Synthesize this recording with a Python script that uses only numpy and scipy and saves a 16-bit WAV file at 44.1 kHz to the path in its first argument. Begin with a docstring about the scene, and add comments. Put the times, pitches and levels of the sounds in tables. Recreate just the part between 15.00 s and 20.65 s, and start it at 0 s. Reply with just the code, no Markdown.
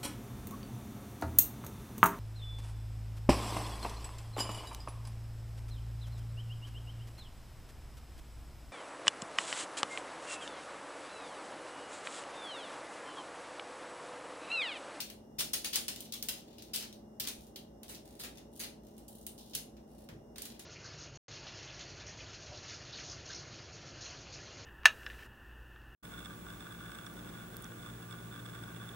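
"""An appliance hums from the start, and at once a baked cracker clicks on a foil-covered baking sheet.
A hand picks up, flips and sets down crackers: brittle edges snap and crumble, and the foil crinkles.
The sheet thuds softly as it is pressed onto the stove top, and dragged crackers scrape over the foil.
Snaps and scrapes are made of tiny cracks, and a small, hard kitchen answers them with a short echo."""
import sys
import numpy as np
from scipy import signal
from scipy.fft import rfft, irfft, next_fast_len
from scipy.io import wavfile
from scipy.ndimage import uniform_filter1d, map_coordinates

SR = 44100
rng = np.random.default_rng(int(sys.argv[2]) if len(sys.argv) > 2 else 0)


def to_wav(sig):
    """Store sig (one row per channel, or 1-D mono) as 16-bit WAV at the path in sys.argv[1].

    Samples outside -1..1 are clipped; the rate is SR.
    """
    pcm = np.clip(np.atleast_2d(sig), -1, 1) * 32767
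    pcm = np.round(pcm).astype(np.int16)
    wavfile.write(sys.argv[1], SR, pcm.T)  # frames by channels


N = 249165

# how alike the background is on the left and right: f/Hz, likeness (1 = the same, 0 = unrelated)
LIKENESS = [(100, 0.94), (200, 0.93), (300, 0.97), (500, 0.24), (1000, 0), (4000, 0)]


def amp(db):
    """Turn decibels into a number to multiply by."""
    return 10 ** (np.asarray(db) / 20)


def unit(x):
    """Scale to an average strength (rms) of 1."""
    return x / np.sqrt(np.mean(x ** 2) + 1e-20)


def burst(x):
    """Scale to an average energy of 1 per channel."""
    return unit(x) / np.sqrt(x.shape[-1])


def along(points, hz):
    """Read between the rows of a (frequency, value) table, with octaves evenly spaced."""
    freqs, values = np.transpose(points)
    return np.interp(np.log(hz + 1), np.log(freqs + 1), values)


def wobble(rate):
    """A smooth curve through `rate` random values a second."""
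    return map_coordinates(rng.standard_normal(int(N * rate / SR) + 4), [np.arange(N) * rate / SR])


def add(track, start_s, x):
    """Mix x into the track at the given time."""
    start = max(round(start_s * SR), 0)
    part = track[:, start:start + x.shape[1]]
    part += x[:, :part.shape[1]]


def room_noise(spectrum):
    """Steady noise that fills the room: the bass is alike on both sides, higher sounds are not."""
    size = next_fast_len(N)
    hz = np.fft.rfftfreq(size, 1 / SR)
    apart = np.arccos(along(LIKENESS, hz)) / 2
    gain = amp(along(spectrum, hz)) * [np.cos(apart), np.sin(apart)]
    mid, side = irfft(rfft(rng.standard_normal((2, N)), size) * gain, size)[:, :N]
    return unit(np.array([mid + side, mid - side]))


def appliance(air_db=-57.5, hiss_db=-78, waver_db=2, drift_rad=1.01):
    """A motor and the mains hum in wavering tones over a rush of moving air and a faint hiss."""
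    # motor and mains tones: f/Hz, wavering rate/Hz, level/dB
    hum_tones = [(54.9, 0.54, -70), (60.1, 0.28, -72), (83.9, 3, -76), (119.6, 3, -72), (153.8, 8, -70),
                 (214.2, 2.8, -62), (235.8, 12, -64), (335.4, 9, -69.5), (422.2, 5, -70.5),
                 (566.4, 12, -70), (630, 8, -73), (2840, 89, -83.5)]
    # air moved by the appliance: f/Hz, relative level/dB
    air_colour = [(22, -29), (40, -8), (70, -3), (130, -6.5), (190, -2.5), (260, -1), (380, -3.5),
                  (480, -6), (620, -8), (800, -9), (1100, -20.5), (1600, -29), (2500, -50), (5000, -39)]
    # the faint hiss: f/Hz, relative level/dB
    hiss_colour = [(500, -12.5), (1200, -10), (2000, -1), (2400, -16.5), (2900, -29), (3500, -5),
                   (4400, -26), (5400, 1.5), (7000, -14), (9000, -15.5), (11000, -27.5), (16000, -17)]
    t = np.arange(N) / SR
    hum = np.zeros((2, N))
    for hz, waver_hz, db in hum_tones:
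        phase = 2 * np.pi * hz * t + drift_rad * wobble(2 * waver_hz)
        apart = np.arccos(along(LIKENESS, hz)) / 2  # standing waves differ between left and right
        loudness = amp(db + waver_db * wobble(waver_hz))
        hum += loudness * np.sqrt(2) * np.sin([phase + apart, phase - apart])
    air = amp(air_db) * room_noise(air_colour)
    hiss = amp(hiss_db) * room_noise(hiss_colour)
    return hum + air + hiss


def fractures(length_s, per_second, spread_db, swell_s, count=128):
    """One spike for each tiny break, uneven in size and spacing; the run builds up and lets go."""
    times = (np.arange(count) + rng.random(count)) / per_second
    sizes = amp(spread_db * rng.standard_normal(count).clip(-2, 1.5)) * rng.choice([-1, 1], count)
    times[0] = min(times[0], length_s / 2)  # even the shortest run has one break
    sizes *= np.minimum(np.minimum(times, length_s - times) / swell_s, 1)
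    within = times <= length_s
    return burst(np.bincount((times[within] * SR).astype(int), sizes[within], int(length_s * SR) + 1))


def crack(crush, click_s=0.00029, scatter_s=0.0039, grain_db=4, size=1536, lag_samples=4):
    """A brittle click that reaches the left side first, then a grainy tail; more crush draws it out."""
    t = np.arange(size) / SR
    click = burst(rng.standard_normal(size) * np.exp(-t / (click_s * crush)))
    click_pair = np.array([click, np.pad(click, (lag_samples, 0))[:size]])
    grains = amp(grain_db * unit(uniform_filter1d(rng.standard_normal(size), size=24)))
    rise_and_fall = np.exp(-t / (scatter_s * crush)) * (1 - np.exp(-t / click_s))
    scatter = burst(rng.standard_normal((2, size)) * grains * rise_and_fall)
    click_share = np.clip(0.22 / crush, 0, 0.8)
    return np.sqrt(click_share) * click_pair + np.sqrt(1 - click_share) * scatter


def kitchen_echo(build_s=0.0023):
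    """The small, hard room answers with a wash of noise in which the bass lasts longest."""
    # how long the room rings: f/Hz, time to fade by 60 dB/s
    fade_times = [(300, 0.71), (1000, 0.27), (2500, 0.31), (5500, 0.28), (10000, 0.28), (15000, 0.22)]
    hz, t, bands = signal.stft(rng.standard_normal((2, SR // 2)), SR, nperseg=256)
    fade = amp(-60 * t / along(fade_times, hz)[:, None])
    tail = signal.istft(bands * fade, SR, nperseg=256)[1]
    rise = 1 - np.exp(-np.arange(tail.shape[1]) / SR / build_s)
    return burst(tail * rise)


def crack_in_room(crack_db, pan_db, crush):
    """One break as it arrives: the crack itself, thinner the smaller it is, then the echo."""
    low_cut_hz = np.clip(2400 / crush ** 2, 100, SR / 4)
    direct = burst(signal.lfilter(*signal.butter(1, low_cut_hz, "high", fs=SR), crack(crush)))
    sound = kitchen_echo()
    add(sound, 0, direct * amp([[crack_db + pan_db / 2], [crack_db - pan_db / 2]]))
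    return sound


def ringing(hz, low_hz=2400, high_hz=15000, width=0.08, ring_db=6.0, count=8):
    """Each piece of cracker or patch of foil rings at a few pitches of its own."""
    centres = low_hz * (high_hz / low_hz) ** rng.random((count, 1))
    peaks = rng.uniform(0.4, 1, (count, 1)) / (1 + ((hz - centres) / (width * centres / 2)) ** 2)
    return unit(amp(ring_db * peaks.max(0)))


def cracker_tone(x, body_db, treble_db, low_cut_hz=220, size=2048):
    """Give x the tone of a cracker on foil, heavier or brighter from one touch to the next."""
    # tone of a dry cracker on foil: f/Hz, relative level/dB
    crisp_colour = [(300, -5.5), (700, -11.5), (1100, -11.5), (1600, -9.5), (2300, -6), (3100, -1),
                    (4000, -0.5), (5300, -2), (6500, -3), (7800, -6.5), (9500, -3), (12000, -7.5),
                    (15300, -3)]
    hz = np.fft.rfftfreq(size, 1 / SR)
    tilt = [(1800, body_db), (3100, 0), (5400, 0.0066), (9000, treble_db), (15500, 0.76 * treble_db)]
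    low_cut = hz ** 2 / (hz ** 2 + low_cut_hz ** 2)
    gain = unit(amp(along(crisp_colour, hz))) * ringing(hz) * amp(along(tilt, hz)) * low_cut
    # build a filter that rings only after each click, never before it
    cepstrum = irfft(np.log(gain + 1e-3))
    cepstrum[1:size // 2] *= 2
    cepstrum[size // 2 + 1:] = 0
    response = irfft(np.exp(rfft(cepstrum)))
    return signal.fftconvolve(x, response[None], axes=1)


def snaps(half_clean_s=0.01, sharp_db=1, crumbly_db=-4.5, clean_crush=0.7, crumbly_crush=2.06):
    """Cracker edges chip and foil creases pop; what does not break at once crumbles around the snap."""
    # light foil ticks and heavier cracker edges: t/s, level/dB, crumbling time/s, body/dB, treble/dB
    touches = [(0.001, -7, 0.01, 1, -1.5), (0.1, -21, 0.00083, 6.5, -0.5), (0.384, -0.5, 0.027, 2, -1.5),
               (0.406, -9, .002, 6, 1.5), (0.532, -1.5, .013, 1.5, 1), (0.641, -4, 0.021, 2, -1.5),
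               (0.726, -2, 0.029, 0.5, -5), (0.757, -2, 0.0032, 3, 1.5), (0.881, -6.5, 0.0036, 2.5, 0),
               (0.96, -19, 0.0012, 1, -1), (1.005, -22, .003, -14, 7), (1.123, -10.5, 0.00056, -12, -5),
               (1.133, -12, 0.013, 0.5, 0), (1.226, -14, 0.00056, 3.5, 4.5), (1.284, -5.5, .009, 2.5, 2),
               (1.582, -21.5, 0.0057, -2, -9), (1.622, -24.5, 0.0021, -2, 1.5), (1.733, -4, 0.023, 0, 0),
               (1.76, -7, 0.00054, -6, -1), (1.927, -24.5, 0.0013, -7, -5), (2.198, -7.5, 0.0079, 0.5, 2),
               (2.273, -8.5, 0.0011, 1.5, -2), (2.285, -16, 0.0021, 4.5, 5.5),
               (2.559, -17.5, .003, 0, -2.5), (2.831, -23.5, 0.0036, 4, 0.5),
               (2.888, -19.5, 0.037, 11.5, 5), (3.192, -16, 0.028, 8, 3), (3.233, -12.5, 0.018, 8.5, -2),
               (3.594, -10.5, .034, 6.5, 2), (3.634, -13.5, 0.011, 5.5, -5), (3.979, -33.5, 0.0063, 2, 5.5),
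               (4.079, -31, .012, -15, 11), (4.266, -21.5, 0.00028, 2, 10.5), (4.533, -14.5, 0.01, -4, -9),
               (4.549, -8, 0.0044, 0.5, 3.5), (4.767, -35, 0.0037, 10, -7), (5.088, -25, 0.0021, 16, -6.5),
               (5.357, -23.5, .008, 8.5, -4), (5.382, -18, 0.0014, 7.5, 0.5), (5.419, -21, 0.0021, -1, 7.5),
               (5.452, -18.5, 0.0079, 5, 1.5), (5.593, -20, 0.0061, 5, -1)]
    out = np.zeros((2, N))
    for start_s, db, crumble_s, body_db, treble_db in touches:
        clean = 1 / (1 + crumble_s / half_clean_s)  # the main snap's share of the energy
        crush = crumbly_crush + clean * (clean_crush - crumbly_crush)
        # clean snaps stand out from the echo, and bright ticks beam straight at the listener
        crack_db = crumbly_db + clean * (sharp_db - crumbly_db) + 0.2 * treble_db
        # left minus right: bright ticks lie further right, and all drift right as the hand moves
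        pan_db = 3 - 0.27 * treble_db - start_s
        crumbs = np.sqrt(1 - clean) * fractures(crumble_s, per_second=700, spread_db=5.5, swell_s=0.0011)
        sound = signal.fftconvolve(crumbs[None], crack_in_room(crack_db, pan_db, crush=0.94), axes=1)
        main_snap = np.sqrt(clean) * crack_in_room(crack_db, pan_db, crush)
        add(sound, 0.2 * crumble_s, main_snap)  # a fifth of the way into the crumbling
        add(out, start_s, amp(db) * cracker_tone(sound, body_db, treble_db))
    return out


def thuds(fade_s=0.38, attack_s=0.0011, overtone_ratio=3.0, overtone_db=-7):
    """The loaded sheet bumps the stove top with a soft, low note that soon dies away."""
    # the hand presses the sheet down: t/s, level/dB, f/Hz
    presses = [(0.386, -50.5, 145.6), (0.756, -65, 165), (2.199, -52, 125), (2.385, -53, 62.7),
               (4.551, -52, 148.8), (5.087, -50, 159.2), (5.124, -50, 105.7), (5.14, -52.5, 137.4)]
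    out = np.zeros((2, N))
    t = np.arange(SR // 2) / SR
    for start_s, db, hz in presses:
        phase = 2 * np.pi * hz * t
        ring = np.sin(phase) + amp(overtone_db) * np.sin(overtone_ratio * phase)
        loudness = amp(db - 60 * t / fade_s) * (1 - np.exp(-t / attack_s))
        add(out, start_s, (loudness * ring)[None])
    return out


def scrapes(breaks_per_s=140, corners=2):
    """Dragging a cracker sets off tiny breaks at each corner that touches the foil."""
    # drags over the foil: start/s, end/s, level/dB, body/dB, treble/dB
    drags = [(0.922, 1.095, -56.5, 1, -6.5), (1.3, 1.42, -57, 3, -5), (1.449, 1.726, -66, 1, -7),
             (1.79, 1.855, -47, 6, -5.5), (2.215, 2.275, -48, 10, -5), (2.329, 2.49, -67.5, -10, 1.5),
             (2.876, 2.965, -54.5, 0, -3.5), (3.042, 3.21, -67, 6, 2), (3.33, 3.41, -60, 7, -3.5),
             (3.517, 3.61, -64, -13, 5.5), (3.827, 4.057, -72.5, -1, 1.5), (4.07, 4.237, -68.5, -18, 7.5),
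             (4.358, 4.527, -60.5, -13, -1), (4.876, 5.05, -72, 3, 4), (5.361, 5.571, -59.5, 6, -7.5)]
    out = np.zeros((2, N))
    for start_s, end_s, db, body_db, treble_db in drags:
        for _ in range(corners):
            breaks = fractures(end_s - start_s, breaks_per_s / corners, spread_db=7.0, swell_s=0.0058)
            slips = unit(breaks) / np.sqrt(corners)
            one_crack = crack_in_room(crack_db=0, pan_db=0, crush=0.73)
            sound = signal.fftconvolve(slips[None], one_crack, axes=1)
            add(out, start_s, amp(db) * cracker_tone(sound, body_db, treble_db))
    return out


def microphone_sides(x):
    """Each side of the microphone favours its own ranges of pitch."""
    # how the sheet's sound leans to one side: f/Hz, left minus right/dB
    balance = [(300, -3.5), (1000, 2), (2000, 1.1), (4000, 2.7), (8000, -0.5), (13000, 0.5)]
    size = next_fast_len(N + SR // 2)
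    lean_db = along(balance, np.fft.rfftfreq(size, 1 / SR)) / 2
    return irfft(rfft(x, size) * amp([lean_db, -lean_db]), size)[:, :N]


def scene():
    """The hand's work on the baking sheet over the hum of the kitchen."""
    return microphone_sides(snaps() + scrapes()) + thuds() + appliance()


def record(dry, top_hz=15900):
    """Cut away the very highest treble."""
    size = next_fast_len(N + SR // 2)
    hz = np.fft.rfftfreq(size, 1 / SR)
    return irfft(rfft(dry, size) / np.sqrt(1 + (hz / top_hz) ** 200), size)[:, :N]


dry = scene()
out = record(dry)
to_wav(out)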